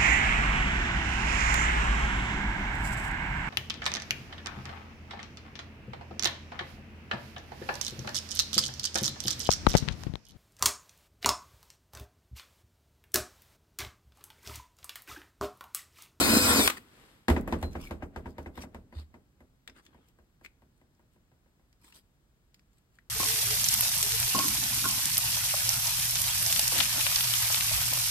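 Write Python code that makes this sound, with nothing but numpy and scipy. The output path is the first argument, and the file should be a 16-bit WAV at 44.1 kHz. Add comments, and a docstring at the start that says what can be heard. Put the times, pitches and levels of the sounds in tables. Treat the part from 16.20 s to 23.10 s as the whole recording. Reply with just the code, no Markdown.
"""Cordless drill on a steel plate

A close two-port microphone hears a burr grind a steel plate: shaped noise with a motor whine of sines.
The drill brakes with clacks of noise, then stands rocking on a metal-topped bench: decaying modes and noise.
Hands turn the plate over with clicks and grainy rubs, a sleeve swishes, and the workshop adds a faint hush."""
import sys
import numpy as np
from scipy import signal
from scipy.fft import rfft, irfft, next_fast_len
from scipy.io import wavfile
from scipy.ndimage import uniform_filter1d, map_coordinates

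SR = 44100
rng = np.random.default_rng(int(sys.argv[2]) if len(sys.argv) > 2 else 0)


def transcribe(signal):
    """Save signal, clipped to [-1, 1], as a 16-bit WAV file at the path in sys.argv[1]."""
    frames = np.atleast_2d(signal).T
    limited = np.clip(frames, -1, 1)
    pcm = np.round(limited * 32767).astype(np.int16)
    wavfile.write(sys.argv[1], SR, pcm)


N = 304271
TIME = np.arange(N) / SR  # seconds


def grinding(cut_db=-24.5, cut_follow=0.14, chatter_db=0, plate_db=-33, grain_db=3.0, skip_db=1.5,
             skip_hz=40, repeat=0.4, jitter=0.0023, lift_s=0.4637, coast_s=0.02):
    """The burr tears chips from the steel, skips in the hand and shakes tool and plate; the motor whines."""
    # motor speed: time_s, speed_turns_per_s
    speed_curve = [(0, 245), (.06, 246), (.17, 251.5), (.23, 250), (.3, 245), (.39, 245.5), (.44, 233),
                   (.48, 222)]
    # how hard the burr bites into the steel: time_s, bite_db
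    bite_curve = [(0, 0), (.21, -1), (.335, 7), (.4, -1), (.45, -8)]
    # level of the tool's chatter: time_s, level_db
    shake_curve = [(0, -23), (.225, -31.5), (.32, -26.5), (.41, -25), (.455, -41.5)]
    # the burr catches and jolts the tool: middle_s, rise_db above the steady chatter
    jolt_rows = [(.012, 5), (.096, 5.5), (.135, 5.5), (.168, 10.5), (.398, 5)]
    # spectrum of the cutting hiss: frequency_hz, level_db
    cut_bands = [(25, -24.5), (45, -12.5), (80, 3.5), (140, -10.5), (450, -1), (800, -6), (2000, -8),
                 (3000, -8.5), (4500, -3), (6200, -9.5), (9000, -3.5), (12000, -9.5), (15500, -16)]
    # resonances of the chattering tool: frequency_hz, width_hz, level_db
    chatter_modes = [(77, 25, -12), (141, 60, -15), (232, 17, 5.5), (269, 39, 2), (330, 13, -9),
                     (427, 14, -12), (481, 14, -6.5), (580, 22, -11.5), (652, 8.9, -13)]
    # resonances of the steel plate: frequency_hz, width_hz, level_db
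    plate_modes = [(1010, 50, -2), (1075, 65, 5), (1190, 40, -8), (1360, 130, 5), (1750, 100, -10)]
    # how loudly the housing radiates a motor tone of each pitch: frequency_hz, level_db
    housing = [(2200, -39.5), (2480, -34.5), (3400, -39), (3590, -33), (3770, -47), (4500, -52),
               (4900, -42.5), (5030, -34.5)]
    # motor tones: cycles_per_turn
    whine_orders = [10, 15, 20]

    chips = noise(.7)
    size = chips.shape[1]
    t = TIME[:size]
    speed = np.interp(t, *np.transpose(speed_curve))
    bite = np.interp(t, *np.transpose(bite_curve))
    shaking = np.interp(t, *np.transpose(shake_curve))
    turns = np.cumsum(speed * (1 + jitter * wander(size, 90))) / SR
    skip = wander(size, skip_hz)

    # the same roughness comes round every turn
    roughness = rng.standard_normal(size=180)
    teeth = map_coordinates(roughness, [turns % 1 * 180], mode="grid-wrap")
    chips = chips * gain_of(grain_db * wander(size, 5000))
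    cutting = coloured(patchy(chips + repeat * teeth, depth_db=3.6), cut_bands)
    hiss = gain_of(cut_db + cut_follow * bite + 0.27 * skip) * cutting

    jolts = sum(db * np.exp(-((t - s) / 0.009) ** 2) for s, db in jolt_rows)
    shaken = resonate(chips * gain_of(jolts + skip_db * skip), chatter_modes)
    shake = gain_of(chatter_db + shaking) * shaken
    # the chips run backwards here, so the plate does not copy the chatter
    ring = gain_of(plate_db + bite) * resonate(chips[:, ::-1] * gain_of(1.5 * skip), plate_modes)

    flutter_db = 1.6 * wander(size, 120)
    slack = .0038 * wander(size, 150)  # turns; play in the bearings blurs the higher tones most
    whine = 0
    for k in whine_orders:
        level = gain_of(read(housing, k * speed) + flutter_db) * np.sqrt(2)
        whine = whine + level * np.sin(2 * np.pi * k * (turns + slack))

    lifted = np.maximum(t - lift_s, 0)  # seconds since the burr left the steel
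    sound = (hiss + ring + whine) * np.exp(-lifted / coast_s) + shake * np.exp(-lifted / .008)
    return np.pad(sound, ((0, 0), (0, N - size)))


def brake():
    """As the motor brakes, gears and chuck slam against their play and rebound."""
    # slams: start_s, level_db
    slams = [(.460, -25.5), (.4762, -13), (0.4798, -23), (0.4998, -24), (.503, -25), (.568, -50)]
    # spectrum of a slam: frequency_hz, level_db
    slam_bands = [(100, -29.5), (300, -1.5), (600, -13), (1100, 2), (1700, -3), (2600, -2.5), (4000, -9),
                  (6000, -14.5), (9000, -13.5), (15500, -18)]
    out = np.zeros((2, N))
    for s, db in slams:
        add(out, s, gain_of(db) * snap(slam_bands, 0, crack_s=0.0019, tail_db=-21, tail_s=0.029))
    return out


def rocking(knock_db=0, wash_db=-2, tick_db=1, vary_db=3, detune=0.029, fresh=0.81, swell_s=0.0049,
            roll_db=-17, roll_s=0.021):
    """Each landing rings the case and bench modes, a little differently every time, with a hard tick."""
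    # modes of battery case and bench top: frequency_hz, level_db, t60_s
    bench_modes = [(189, -21.5, 0.26), (227.9, -7, 0.15), (266, -16, 0.44), (341.7, -10.5, 0.16),
                   (495, -10.5, 0.055), (609.3, -11, 0.052), (795, -3, 0.021), (945.5, -6.5, 0.067),
                   (1066, -7, 0.03), (1620, -6.5, 0.028), (2033, -8, 0.036), (2463, -17, .03),
                   (2860, -18, 0.024)]
    # spectrum of their dense wash of modes: frequency_hz, level_db
    wash_bands = [(40, -7), (100, -1.5), (260, -0.5), (600, 0), (950, -7.5), (1300, -7.5), (1700, -8.5),
                  (2500, -12), (4500, -26), (7000, -32.5), (15000, -45)]
    # decay of that wash: frequency_hz, t60_s
    wash_t60 = [(60, 0.53), (260, 0.23), (600, .17), (1500, 0.11), (4000, 0.065), (12000, 0.22)]
    # spectrum of the hard tick before its tilt: frequency_hz, level_db
    tick_bands = [(500, -19.5), (2000, -9), (4000, -3), (6500, -5), (12000, 4.5), (15500, -6.5)]

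    out, t, usual = np.zeros((2, N)), TIME[:SR // 2], noise(.5)
    for s, db, hard_db, fine_db, _ in landings():
        chance = rng.standard_normal((len(bench_modes), 2))
        modes = 0
        for k, ((hz, level, t60), (more, off)) in enumerate(zip(bench_modes, chance)):
            fade = gain_of(level + vary_db * more - 60 * t / t60)
            modes = modes + (-1) ** k * fade * np.sin(2 * np.pi * hz * (1 + detune * off) * t)
        # part of the wash is common to all landings, part is fresh
        wash = dying(coloured(usual + fresh * noise(.5), wash_bands), wash_t60)
        wash = wash * (1 - np.exp(-t / swell_s))
        add(out, s, gain_of(db + knock_db) * (peaked(modes) + gain_of(wash_db) * peaked(wash)))
        tilt_db = .5 * (fine_db - hard_db)
        tick = snap(tick_bands, tilt_db, crack_s=0.0028, tail_db=-10, tail_s=0.03)
        add(out, s, gain_of(db + hard_db + tick_db) * tick)

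    for s, db, *_ in landings()[2:]:  # once it stands, the base rolls and scuffs into each landing
        scuff = np.exp(-t[::-1] / roll_s) * coloured(noise(.5), wash_bands)
        add(out, s - .5, gain_of(db + roll_db) * scuff)
    return out


def landings():
    """Lists every landing of the battery: each rocking swing is shorter and weaker than the last."""
    # single knocks on the bench: start_s, level_db, hard_db (tick relative to the knock),
    # fine_db (half its excess over hard_db tilts the tick, dB per octave), weight_db (boom, likewise relative)
    single_knocks = [(1.083, -22.5, -4, -24, -10), (1.1, -27, -4, -21, 7.5), (1.164, -30, -8, -34, -16.5),
                     (1.276, -35.5, -14, -13, -11.5), (1.325, -28.5, -4.5, -30, -2),
                     (1.427, -34, -8, -21, 6), (2.725, -53, -19.5, -17, -5),
                     (2.941, -53.5, -10.5, -28, -11)]
    # rocking onto a padded edge and a hard edge in turn, later a wobble on one edge: first_s, until_s,
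    # first_gap_s, gap_ratio (each gap over the one before), first_level_db, hard_db, fine_db (both as above)
    rock_series = [(1.553, 2.5, .27, .867, -36.5, -27, -33), (1.709, 2.62, .252, .877, -36.5, -8, -27),
                   (3.205, 5.46, .28, .929, -58.5, -12, -21)]
    force_power = 1.8  # a landing's force goes with the length of its swing to this power
    rock_boom_db = -1  # weight_db of a rocking landing

    rows = list(single_knocks)
    for first, until, gap, ratio, db, hard_db, fine_db in rock_series:
        swing = ratio ** np.arange(16)
        times = first + gap * (np.cumsum(swing) - swing)
        levels = db + force_power * 20 * np.log10(swing)
        for s, level in zip(times, levels):
            if s < until:
                rows.append((s, level, hard_db, fine_db, rock_boom_db))
    return rows


def bench(boom_db=7, tremble_db=-14, tremble_t60=1.4):
    """Landings boom the bench and set its frame trembling; an arm bumps it and loose steel pings."""
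    # an arm bumps the bench: start_s, level_db (before boom_db)
    arm_bump = (2.753, -34.5)
    # a loose bit of steel rings: start_s, pitch_hz, level_db, t60_s
    steel_pings = [(1.435, 4110, -47.5, 0.24)]
    # spectrum of the frame's tremble: frequency_hz, level_db
    tremble_bands = [(18, -11.5), (35, 1), (60, -2.5), (120, -12.5), (260, -8.5), (500, -23.5), (1500, -42),
                     (5000, -73.5)]

    out, power, t = np.zeros((2, N)), np.zeros((1, N)), TIME[:SR // 2]
    tremble = gain_of(-60 * TIME / tremble_t60) * np.minimum(TIME / .015, 1)
    for s, db, _, _, weight_db in landings():
        add(out, s, gain_of(db + weight_db + boom_db) * boom(hz=76, t60=.15, rise_s=.011))
        add(power, s, (gain_of(db + tremble_db) * tremble) ** 2)
    bump_s, bump_db = arm_bump
    add(out, bump_s, gain_of(bump_db + boom_db) * boom(hz=76, t60=0.21, rise_s=0.016))
    for s, hz, db, t60 in steel_pings:
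        add(out, s, gain_of(db - 60 * t / t60) * np.sin(2 * np.pi * hz * t))
    return out + np.sqrt(power) * coloured(noise(N / SR), tremble_bands)


def boom(hz, t60, rise_s):
    """The bench's lowest mode swells and dies."""
    t = TIME[:SR // 2]
    return gain_of(-60 * t / t60) * (1 - np.exp(-(t / rise_s) ** 2)) * np.sin(2 * np.pi * hz * t)


def handling():
    """Fingers tap the plate and slide over it as they turn it."""
    # fingers click on the plate: start_s, level_db, tilt_db_per_octave, ring_hz
    finger_clicks = [(1.211, -49, 13, 11600), (3.4765, -40.5, 2, 3600), (3.497, -49, 0, 5200),
                     (3.6643, -53.5, 3, 3440), (4.248, -45, 2, 2253), (4.261, -42.5, 0, 2271),
                     (5.528, -62.5, 4, 5000), (5.724, -54, 3, 2820), (6.344, -54, 6, 4900),
                     (6.394, -61.5, 2, 5170), (6.787, -51.5, 0, 1900)]
    # skin and sleeves slide over steel: middle_s, level_db, half_length_s, tilt_db_per_octave, squeak_hz
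    slides = [(0.577, -45, 0.0099, -3.5, 1950), (1.639, -51.5, 0.052, -1.5, 2340),
              (2.383, -53, 0.031, -3.5, 12700), (2.427, -47, 0.016, -1, 6000),
              (2.792, -55, .04, -4.5, 4540), (3.583, -56.5, 0.024, -5.5, 2156),
              (3.77, -66.5, 0.125, -9.5, 3260), (4.253, -58, .016, -.5, 2260),
              (5.672, -59, .045, -0.5, 950), (5.767, -56, .03, 0, 4780)]
    out = np.zeros((2, N))
    for s, db, tilt_db, hz in finger_clicks:
        add(out, s, gain_of(db) * click(tilt_db, hz))
    for s, db, half_s, tilt_db, hz in slides:
        add(out, s - .5, gain_of(db) * rub(half_s, tilt_db, hz))
    return out


def click(tilt_db, hz, crack_s=.0026, tail_db=-14, tail_s=.015, ring_db=12):
    """A fingertip taps the steel, which rings briefly in the hand."""
    # spectrum of a tap before its tilt: frequency_hz, level_db
    tap_bands = [(300, -27.5), (800, -27), (1500, -7), (2200, -4.5), (3500, -13.5), (5000, -17.5),
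                 (7000, -21), (10000, -28.5), (15500, -35.5)]
    return snap(tap_bands, tilt_db, crack_s, tail_db, tail_s, hz, ring_db)


def rub(half_s, tilt_db, hz, grain_db=3, catch_db=2.2, squeak_db=8.5):
    """Skin or cloth slides over the steel in a grainy swell, centred in one second."""
    # spectrum of a slide before its tilt: frequency_hz, level_db
    slide_bands = [(100, -12), (300, 1), (700, -13), (1000, -6), (1500, -7), (2500, -4.5), (3500, -3.5),
                   (4700, -5), (6300, -9.5), (9000, -5), (12500, -8), (15500, -14)]
    grains = noise(1) * gain_of(grain_db * wander(SR, 2500) + catch_db * wander(SR, 150))
    squeaky = ringing(patchy(grains, depth_db=4), hz, width_hz=200, db=squeak_db)
    slide = coloured(squeaky, slide_bands, tilt_db)
    return np.exp(-((TIME[:SR] - .5) / half_s) ** 2) * slide


def fidgeting(count=3, slide_db=-8, vary_db=2):
    """Light touches fall at random through each spell: a tiny bright tick inside a short slide."""
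    # spells in which the fingers shift their grip: from_s, until_s, level_db
    spells = [(1.22, 1.62, -55), (2, 2.5, -63), (3.5, 3.902, -64), (4.45, 5.15, -73), (6.45, 6.801, -69)]
    out = np.zeros((2, N))
    for start, until, db in spells:
        for k, (place, strength, pitch) in enumerate(rng.random((count, 3))):
            s = start + (until - start) * (k + place) / count
            hz = 4500 + 7500 * pitch
            gain = gain_of(db + vary_db * (2 * strength - 1))
            add(out, s, gain * click(tilt_db=8, hz=hz))
            add(out, s - .5, gain * gain_of(slide_db) * rub(half_s=0.027, tilt_db=-1, hz=hz))
    return out


def sleeve(grain_db=2):
    """Flannel swishes softly as the arm carries the drill across."""
    # one sweep of the sleeve: middle_s, level_db, half_length_s
    sweep = (.82, -59.5, 0.21)
    # spectrum of the cloth: frequency_hz, level_db
    cloth_bands = [(100, 0), (300, 4), (700, -3.5), (1400, -2.5), (2800, -5), (4500, -10), (6500, -16),
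                   (9000, -13.5), (12500, -16.5), (15500, -28)]
    s, db, half_s = sweep
    out = np.zeros((2, N))
    fibres = noise(1) * gain_of(grain_db * wander(SR, 2000))
    swell = np.exp(-((TIME[:SR] - .5) / half_s) ** 2)
    add(out, s - .5, gain_of(db) * swell * coloured(fibres, cloth_bands))
    return out


def hush(level_db=-67.5):
    """The quiet workshop is a steady bed of shaped noise."""
    # spectrum of the quiet workshop: frequency_hz, level_db
    hush_bands = [(12, -44.5), (20, -13.5), (54, -3), (90, -10.5), (129, -8.5), (565, -26), (1540, -30.5),
                  (1980, -33), (8640, -40), (10200, -42.5), (12400, -38.5), (13900, -52.5), (15500, -41.5)]
    return gain_of(level_db) * coloured(noise(N / SR), hush_bands)


def workshop(x, wet_db):
    """The cluttered room answers with a short, weak tail."""
    # decay of the room: frequency_hz, t60_s
    room_t60 = [(100, 0.82), (500, 0.44), (2000, 0.36), (6000, 0.32), (14000, 0.39)]
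    tail = dying(noise(.5), room_t60) * np.clip(TIME[:SR // 2] / 0.011, 0, 1)
    tail = tail / np.linalg.norm(tail[0])
    return x + gain_of(wet_db) * signal.fftconvolve(x, tail, axes=1)[:, :N]


def ports(x, leftness):
    """Two close ports hear nearly the same bass; higher up they differ in phase and level."""
    # the microphone ports: frequency_hz, likeness_0_to_1, left_louder_db (at leftness 1)
    port_table = [(60, 0.83, -2), (260, 0.9, -1), (600, 0.4, -1), (1200, 0, 6), (2510, 0.4, 3),
                  (3900, 0.1, 5.5), (5050, 0.4, 0.5), (6492, 0.6, 2.5), (8450, .92, -0.5), (15000, 1, 0.5)]
    # phase between them: frequency_hz, left_lag_radians
    port_lag = [(0, 0), (900, 0), (2300, -3.1), (3800, -3.2), (4500, -5.5), (16000, 12.5)]
    size = next_fast_len(N + 4096)
    hz = np.fft.rfftfreq(size, 1 / SR)
    a, b = rfft(x, size)
    same = np.clip(read(port_table, hz), 0, 1)
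    mid = (a + b) * np.sqrt(1 + same) / 2
    side = (a - b) * np.sqrt(1 - same) / 2
    # each port takes half of the level and phase difference
    lean = gain_of(leftness * read(port_table, hz, axis=2) / 2)
    lean = lean * np.exp(-.5j * np.interp(hz, *np.transpose(port_lag)))
    return irfft(np.array([(mid + side) * lean, (mid - side) / lean]), size)[:, :N]


def snap(spectrum, tilt_db, crack_s, tail_db, tail_s, ring_hz=2600, ring_db=-20):
    """A hard contact: a short crack, then a weaker rattle of many modes, one of which may stand out."""
    burst = coloured(ringing(noise(1 / 8), ring_hz, width_hz=230, db=ring_db), spectrum, tilt_db)
    t = TIME[:burst.shape[1]]
    return peaked(burst * (np.exp(-t / crack_s) + gain_of(tail_db) * np.exp(-t / tail_s)))


def patchy(x, depth_db):
    """As the contact point shifts, bands a few hundred hertz wide come and go."""
    z = signal.stft(x, SR, nperseg=512)[2]
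    patches = rng.standard_normal(z.shape[1:])
    patches = uniform_filter1d(patches, size=4, axis=0)  # across frequency
    patches = evened(uniform_filter1d(patches, size=7, axis=1))  # across time
    return signal.istft(z * gain_of(depth_db * patches), SR, nperseg=512)[1][:, :x.shape[1]]


def ringing(x, hz, width_hz, db):
    """Lifts one resonance out of x."""
    return x + gain_of(db) * signal.lfilter(*signal.iirpeak(hz, hz / width_hz, SR), x)


def resonate(x, modes):
    """Passes x through parallel resonances (hz, width_hz, level_db); rms 1."""
    total = 0
    for hz, width, db in modes:
        total = total + gain_of(db) * signal.lfilter(*signal.iirpeak(hz, hz / width, SR), x)
    return evened(total)


def dying(x, t60s):
    """Lets each band of x die at its own speed."""
    hz, t, z = signal.stft(x, SR, nperseg=256)
    fade = gain_of(-60 * t / read(t60s, hz)[:, None])
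    return signal.istft(z * fade, SR, nperseg=256)[1][:, :x.shape[-1]]


def coloured(x, spectrum, tilt_db=0):
    """Gives x a spectrum, tilted above 1 kHz by dB per octave; rms 1."""
    hz = np.fft.rfftfreq(x.shape[-1], 1 / SR)
    slope = tilt_db * np.log2(np.maximum(hz, 1000) / 1000)
    return evened(irfft(rfft(x) * gain_of(read(spectrum, hz) + slope), x.shape[-1]))


def noise(seconds):
    """Two unrelated channels of white noise."""
    return rng.standard_normal((2, round(seconds * SR)))


def wander(size, hz):
    """Slow chance of rms 1, up to about hz."""
    f = np.fft.rfftfreq(size, 1 / SR)
    lowpass = np.exp(-(f / hz) ** 2) * (f > 0)
    return evened(irfft(rfft(rng.standard_normal(size)) * lowpass, size))


def gain_of(db):
    """Decibels to gain."""
    return 10 ** (np.asarray(db) / 20)


def evened(x):
    """Scales to rms 1."""
    return x / np.sqrt(np.mean(x ** 2) + 1e-20)


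def peaked(x):
    """Scales so that the loudest 4 ms have rms 1."""
    return x / np.sqrt(uniform_filter1d(np.atleast_2d(x ** 2).mean(0), size=176).max())


def read(points, hz, axis=1):
    """Reads a column of a table on a log-frequency axis."""
    table = np.transpose(points)
    return np.interp(np.log(hz + 1), np.log(table[0] + 1), table[axis])


def add(mix, s, sound):
    """Mixes a sound in at time s."""
    part = mix[:, max(round(s * SR), 0):][:, :sound.shape[-1]]
    part += sound[..., :part.shape[1]]


def scene():
    """Tool and hands share one placing at the ports; bench and hush share one with less lean."""
    hands = workshop(grinding() + brake() + sleeve() + handling() + fidgeting(), wet_db=-21.0)
    table = workshop(bench() + rocking(), wet_db=-17.0)
    return ports(hands, leftness=0.97) + ports(table + hush(), leftness=0.77)


def record(dry):
    """The microphone's low cut and the recorder's band limit."""
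    low_cut_hz, edge_hz = 29, 15900
    low_cut = signal.butter(4, low_cut_hz, "high", fs=SR, output="sos")
    thin = signal.sosfilt(low_cut, dry)
    band_limit = signal.firwin(511, edge_hz, window=("kaiser", 9), fs=SR)
    return signal.oaconvolve(thin, band_limit[None], "same")


dry = scene()
out = record(dry)
transcribe(out)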